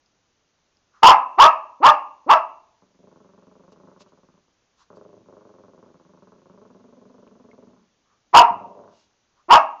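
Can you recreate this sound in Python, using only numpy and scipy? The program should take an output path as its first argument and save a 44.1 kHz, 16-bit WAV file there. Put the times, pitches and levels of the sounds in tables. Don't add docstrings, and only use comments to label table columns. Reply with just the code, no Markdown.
import sys
import numpy as np
from scipy import signal
from scipy.fft import rfft, irfft
from scipy.io import wavfile
from scipy.ndimage import uniform_filter1d

SR = 44100
rng = np.random.default_rng(int(sys.argv[2]) if len(sys.argv) > 2 else 0)


def inscribe(sig):
    pcm = np.round(np.clip(np.atleast_2d(sig).T, -1, 1) * 32767)
    wavfile.write(sys.argv[1], SR, pcm.astype(np.int16))


def invert_db(level):
    return 10 ** (np.asarray(level, dtype=float) / 20)


N = 432180


def evened(x):
    return x / np.sqrt(np.mean(x ** 2) + 1e-20)


def read(points, hz):
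    f, value = np.transpose(points)
    return np.interp(np.log(hz + 1), np.log(f + 1), value)


def add(mix, s, sound):
    part = mix[round(s * SR):][:len(sound)]
    part += sound[:len(part)]


def resonate(x, hz, width):
    b, a = signal.iirpeak(hz, hz / max(width, 5), SR)
    return signal.lfilter(b, a, x)


def through(x, modes):
    out = 0
    for k, (hz, width, db) in enumerate(modes):
        ring = resonate(resonate(x, hz, width), hz, width)
        out = out + (-1) ** k * invert_db(db) * ring
    return out


# frequency in Hz, density in dB per Hz.
HISS_SPECTRUM = [(20, -4), (60, 1), (300, -1), (1200, -5), (2000, -9), (3200, -9.5), (5300, -11),
                 (6200, -6.5), (6900, -11), (7500, -24.5), (8200, -48)]


def hiss():
    level_db = -70
    colour = invert_db(read(HISS_SPECTRUM, np.fft.rfftfreq(N, 1 / SR)))
    noise = irfft(rfft(rng.standard_normal(N)) * colour, N)
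    return invert_db(level_db) * evened(noise)


# frequency in Hz, time to fall by 60 dB in seconds.
ROOM_DECAY = [(200, 0.51), (600, 0.26), (1000, 0.27), (1500, 0.16), (2100, .19), (2700, 0.24), (4000, 0.15),
              (6500, 0.15)]
# frequency in Hz, level in dB.
ROOM_COLOUR = [(120, -0.5), (200, -7.5), (270, 1), (600, -3), (800, 3), (1000, 0), (1600, 6.5), (2200, 3),
               (2800, 3.5), (5000, 1)]
# delay in seconds, level in dB.
WALL_ECHOES = [(.0021, -8), (.0047, -8.5), (.0083, -6), (.0125, -4), (.019, -7)]


def bathroom(x):
    late_db, late_stretch = -14.5, 2.3
    taps = np.zeros(SR)
    at = np.arange(300, SR - 20, 20)
    taps[at + rng.integers(0, 20, len(at))] = rng.choice([-1., 1.], len(at))
    hz, t, bands = signal.stft(taps, SR, nperseg=256)
    fall_db = -60 * t / read(ROOM_DECAY, hz)[:, None]
    room_and_hall = invert_db(fall_db) + invert_db(late_db + fall_db / late_stretch)
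    bands = bands * invert_db(read(ROOM_COLOUR, hz))[:, None] * room_and_hall
    tail = signal.istft(bands, SR, nperseg=256)[1]
    tail /= np.linalg.norm(tail)
    for k, (s, db) in enumerate(WALL_ECHOES):
        tail[round(s * SR)] += (-1) ** k * invert_db(db)
    return signal.fftconvolve(x, tail)[:N]


# start in seconds, level in dB, pitch in Hz, 60 dB decay in seconds.
TICK_EVENTS = [
    (0.061, -55.5, 5000, 0.014),
    (.77, -52, 5000, 0.0075),
    (7.276, -49, 2615, 0.0046),
    (7.514, -49, 2150, 0.036),
]


def ticks():
    out = np.zeros(N)
    t = np.arange(2000) / SR
    for s, db, hz, t60 in TICK_EVENTS:
        add(out, s, invert_db(db - 60 * t / t60) * np.sin(2 * np.pi * hz * t))
    return out


# start in seconds, length in seconds, level in dB, whistle in Hz,
# hiss in dB relative to the whistle.
SNIFF_EVENTS = [
    (0.902, 0.14, -59.5, 1200, -15.5),
    (3.712, 0.031, -69.5, 2770, 6),
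    (3.988, 0.053, -64.5, 2720, 9.5),
    (4.075, 0.033, -76.5, 3000, 5),
    (4.757, 0.11, -62.5, 1100, -1.5),
    (4.946, 0.042, -71.5, 4540, 3),
    (8.008, .22, -69, 1180, -20.5),
    (8.87, 0.24, -75, 2830, 9),
    (9.332, 0.13, -66, 1144, -11.5),
]


def sniffs():
    out = np.zeros(N)
    for s, length, db, hz, hiss_db in SNIFF_EVENTS:
        air = rng.standard_normal(round(length * SR))
        whistle = evened(through(air, [(hz, 420, 0)]))
        rush = evened(resonate(air[::-1], 4700, 3500))
        add(out, s, invert_db(db) * (whistle + invert_db(hiss_db) * rush) * np.hanning(len(air)))
    return out


# time in seconds, pitch in Hz.
DRONE_PITCH = [(3.0, 182), (3.5, 178.5), (4.1, 184.1), (4.4, 175), (4.9, 172), (5.8, 173.8), (6.5, 182.2),
               (7.0, 191.8), (7.5, 197), (7.8, 182.6)]


def drone(s, chest_db):
    level_db, short_share = -5, .45
    t = np.arange(N) / SR
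    pushes = np.zeros(N)
    pushes[np.round(s * SR).astype(int)] = invert_db(chest_db + level_db)
    short, long = (signal.oaconvolve(pushes, np.hanning(size))[:N] for size in (1700, 3600))
    when, hz = np.transpose(DRONE_PITCH)
    turns = np.cumsum(np.interp(t, when, hz)) / SR
    tone = np.sin(2 * np.pi * turns) + .4 * np.sin(4 * np.pi * turns)
    return (short_share * short + (1 - short_share) * long) * tone


# time in seconds, throbs so far (a count).
PACE_FIRST = [(2.823, 0), (3.113, 7), (3.51, 16), (3.72, 21), (3.914, 26), (4.007, 28), (4.342, 34),
              (4.376, 35), (4.48, 36)]
PACE_LONG = [(4.903, 0), (4.93, 1), (5.089, 5), (5.206, 8), (5.257, 9), (5.284, 10), (5.491, 15),
             (5.826, 22), (5.889, 24), (6.052, 27), (6.175, 30), (6.32, 33), (6.416, 36), (6.654, 42),
             (6.797, 45), (7.396, 59), (7.67, 65), (7.827, 70)]
PACE_LAST = [(8.505, 0), (8.657, 3), (8.698, 4), (8.754, 5), (8.916, 9), (9.012, 11)]
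# time in seconds, effort in dB,
# mouth in dB (how hard the first beat snaps through the nose).
GROWL_FIRST = [(2.823, -58, 4), (2.864, -70, 0), (2.99, -53.5, -12), (3.113, -50.5, 2), (3.3, -52.5, 1.5),
               (3.65, -51, 0), (4.007, -52, 3), (4.06, -55.5, 4.5), (4.342, -57.5, 0.5), (4.48, -67, 4)]
GROWL_LONG = [(4.903, -43.5, 0), (4.964, -42.5, -3), (5.125, -43.5, -7), (5.206, -53.5, -4),
              (5.257, -54.5, 3), (5.284, -44, -4), (5.5, -47, 0), (5.826, -49, -1.5), (6.03, -54, 3),
              (6.1, -50, -1), (6.32, -50, 1), (6.39, -56.5, -2), (6.46, -50, -1), (6.7, -50, -0.5),
              (6.9, -51, -2.5), (7.3, -49.5, -3), (7.65, -48.5, -3), (7.828, -67, 5)]
GROWL_LAST = [(8.505, -53, -2), (8.657, -44.5, -15), (8.72, -46.5, -11), (8.8, -46, -1),
              (8.874, -53.5, 7.5), (9.012, -79, 14)]


def throbs():
    scatter_s, scatter_db = .0015, 1.1
    chest_below_db, chest_full_db = 4, -56.5
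    heave_db, heave_s = 60, 0.13
    times = []
    for pace in (PACE_FIRST, PACE_LONG, PACE_LAST):
        when, number = np.transpose(pace)
        times.append(np.interp(np.arange(number[-1] + 1), number, when))
    s = np.hstack(times)
    when, effort, mouth = np.vstack([GROWL_FIRST, GROWL_LONG, GROWL_LAST]).T
    effort_db = np.interp(s, when, effort)
    mouth_db = np.interp(s, when, mouth)
    yap_s = np.transpose(YAP_EVENTS)[0]
    since_yap = s - yap_s[np.searchsorted(yap_s, s) - 1]
    chest_db = np.minimum(effort_db - chest_below_db, chest_full_db)
    chest_db = chest_db + heave_db * np.exp(-since_yap / heave_s)
    chance = rng.standard_normal((4, len(s)))
    levels_db = np.array([effort_db + mouth_db, chest_db, effort_db]) + scatter_db * chance[1:]
    return np.vstack([s + scatter_s * chance[0], levels_db])


# time in seconds, beat rate in Hz, weakening of every second beat
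# from 0 to 1, length of a throb in beats, lips in dB.
GROWL_FOLDS = [(2.799, 187.3, 0.58, 2.9, -13), (4.1, 191.5, 0.33, 3.5, -11), (4.5, 172, 0.9, 1.5, -12.5),
               (4.9, 199, 0.83, 1.87, -27), (5.6, 189, 0.73, 4.36, -17), (6.4, 189.9, 0.43, 2.2, -17),
               (6.7, 220.2, 0.27, 3.9, -23), (7.8, 216, 0.34, 3.3, -21.5), (8.5, 196, 0.64, 3.4, 7),
               (8.8, 204.7, 0.62, 6.5, 4.5)]
# resonance in Hz, width in Hz, level in dB.
NOSE = [(812, 130, -3), (1062, 234, -1.5), (1430, 770, -11)]
CHEST = [(96, 93, -5.5), (170.1, 42, 3.5), (243, 75, 5.5)]
SHUT_THROAT = [(320, 18, 3), (410.2, 72, 1), (575.6, 180, -2.5)]
PARTED_LIPS = [(630, 210, 0.0054)]


def growl():
    snap_fade_db = 2
    chest_loss = 0.16
    beats = np.arange(8)
    s, snap_db, chest_db, throat_db = throbs()[:, :, None]
    when, *columns = np.transpose(GROWL_FOLDS)
    hz, limp, lasts, lips_db = (np.interp(s, when, c) for c in columns)
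    late = .035 * rng.standard_normal((len(s), len(beats)))
    uneven_db = 1.5 * rng.standard_normal((len(s), len(beats)))
    stretch = 1 + late + 1.8 * late[:, :1]
    at = np.round(SR * (s + beats / hz * stretch)).astype(int)
    strength = (1 - np.clip(limp, 0, 1) * (beats % 2)) * invert_db(uneven_db)
    fade_db = -9 * (beats / lasts) ** 3
    swell_db = 6 * np.minimum(beats / lasts, 1.1)
    cavities = (
        (NOSE, snap_db + 36 - snap_fade_db * beats),
        (CHEST, chest_db + 43 - chest_loss * lips_db + 0.2 * swell_db),
        (SHUT_THROAT, throat_db + 39.5 + swell_db),
        (PARTED_LIPS, throat_db + 36 + swell_db + lips_db))
    out = drone(s[:, 0], (chest_db - 9 - .55 * lips_db)[:, 0])
    for modes, db in cavities:
        train = np.zeros(N)
        np.add.at(train, at, -strength * invert_db(db + fade_db))
        out += through(train, modes)
    shut_mouth = signal.butter(5, 1500, fs=SR, output="sos")
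    return signal.sosfilt(shut_mouth, out)


def contour(s, hum_s, open_s, effort_db, top_hz, rough, limp, top_at, shut_db, release_db):
    hum_db, hum_swell_db_per_s, snap_s = -25.5, 600.5, 0.016
    crest, open_db, late_share = .4, -8, 0.25
    release_s = .035
    open_hz, climb_hz_per_s, sag_hz_per_s, bend = 411.8, 5500, 1400, .62
    abrupt_s, even_start, limp_end = .016, 0.2, .3

    share = np.array([0, crest / 2, crest, .7, 1])
    t = np.r_[-hum_s, -min(snap_s, .9 * hum_s), share * open_s, open_s + release_s]
    arch_db = effort_db + np.array(
        [open_db, open_db / 3, 0, late_share * shut_db, shut_db, shut_db + release_db])
    db = np.r_[hum_db - hum_swell_db_per_s * (hum_s - snap_s), hum_db, arch_db]

    rise = np.clip(t / (top_at * open_s), 0, 1) ** bend
    hz = open_hz + (top_hz - open_hz) * rise + climb_hz_per_s * np.minimum(t, 0)
    hz -= sag_hz_per_s * np.maximum(t - top_at * open_s, 0)

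    grown = np.clip(t / (crest * open_s), 0, 1)
    uneven = limp * (even_start + (1 - even_start) * grown)
    uneven[-1] = limp_end
    start = (abrupt_s / hum_s) ** 2
    return np.transpose([s + t, db, hz, uneven, rough * (start + (1 - start) * grown)])


# resonance in Hz, width in Hz, level in dB.
OPEN_THROAT = [(314, 240, -24.5), (685.1, 140, -4.5), (954, 340, 1), (1278, 280, -7), (1623, 180, -15.5),
               (2150, 660, -30), (2690, 280, -19.5), (5000, 2800, -39.5)]


def yap(rows):
    s, *columns = np.transpose(rows)
    t = np.arange(s[0], s[-1], 1 / SR)
    effort_db, hz, limp, rough = (np.interp(t, s, c) for c in columns)
    rough = np.clip(rough, 0, 1)
    wobble = evened(uniform_filter1d(rng.standard_normal(len(t)), size=150))
    turns = np.cumsum(hz * (1 + 0.14 * rough * wobble)) / SR

    soft = np.clip(-effort_db / 14 - .6, 0, 3)
    folds = sum(np.cos(2 * np.pi * k * turns) / k ** soft for k in range(1, 12))
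    folds *= 1 + limp * np.cos(np.pi * turns)
    folds *= invert_db(15 * rough * evened(uniform_filter1d(wobble[::-1], size=200)))
    puffs = (0.28 + np.exp(-(turns % 1) / 0.9)) * rng.standard_normal(len(t))
    drive = invert_db(effort_db) * ((1 - rough) * evened(folds) + 1.6 * rough * evened(puffs))

    hum = np.sin(2 * np.pi * turns) + 0.8 * np.sin(4 * np.pi * turns)
    hum *= invert_db(np.minimum(effort_db - 2.5, -33)) * signal.windows.tukey(len(t), .1)
    ring_out = (0, 900)
    return s[0], 2.124 * through(np.pad(drive, ring_out), OPEN_THROAT) + np.pad(hum, ring_out)


# jaws open in seconds, hum before in seconds, jaws stay open in seconds,
# effort in dB, top pitch in Hz.
YAP_EVENTS = [
    (1.033, 0.011, .096, 9.5, 592),
    (1.391, .017, 0.071, 6, 647.6),
    (1.833, .033, .074, 1.5, 630),
    (2.295, 0.034, .052, 0, 663.8),
    (8.343, .014, .07, 9.5, 525.4),
    (9.502, .02, 0.066, 5, 630),
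]
# roughness from 0 to 1, strong-weak share from 0 to 1, pitch top as a share
# of the open time, fall in dB as the jaws shut, further fall in dB in the release.
YAP_VOICES = [(.25, 0.6, 0.98, -12, -40), (.15, .3, 0.98, -9.5, -24.5), (.25, .6, .8, -11.5, -8.5),
              (.25, .6, .7, -11, -7), (0.47, .7, .25, -21.5, -3), (.35, 0.69, 1, -5, -37.5)]


def yaps():
    tracks = np.zeros((len(YAP_EVENTS), N))
    for track, event, voice in zip(tracks, YAP_EVENTS, YAP_VOICES):
        add(track, *yap(contour(*event, *voice)))
    return tracks


def scene():
    yap_wet_db, growl_wet_db, small_wet_db = -8, -9.5, -21
    mix = hiss()
    small = sniffs() + ticks()
    mix += small + invert_db(small_wet_db) * bathroom(small)
    soft = growl()
    mix += soft + invert_db(growl_wet_db) * bathroom(soft)
    for voice in yaps():
        mix += voice + invert_db(yap_wet_db) * bathroom(voice)
    return mix[None]


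def band_limit(x):
    return signal.sosfilt(signal.butter(12, 16510, fs=SR, output="sos"), x)


# frequency in Hz, level in dB.
DULLED_TOP = [(6900, 1), (7800, -9), (15800, -4), (16000, -70)]


def record(dry):
    ceiling, lopsided = .7, 1.02
    microphone = signal.butter(8, 7300, fs=SR, output="sos")
    x = signal.sosfilt(microphone, dry)
    x = np.clip(x, -ceiling * lopsided, ceiling)
    dulling_db = read(DULLED_TOP, np.fft.rfftfreq(N, 1 / SR)) - DULLED_TOP[0][1]
    x = irfft(rfft(x) * invert_db(dulling_db), N)
    return band_limit(x)


dry = scene()
out = record(dry)
inscribe(out)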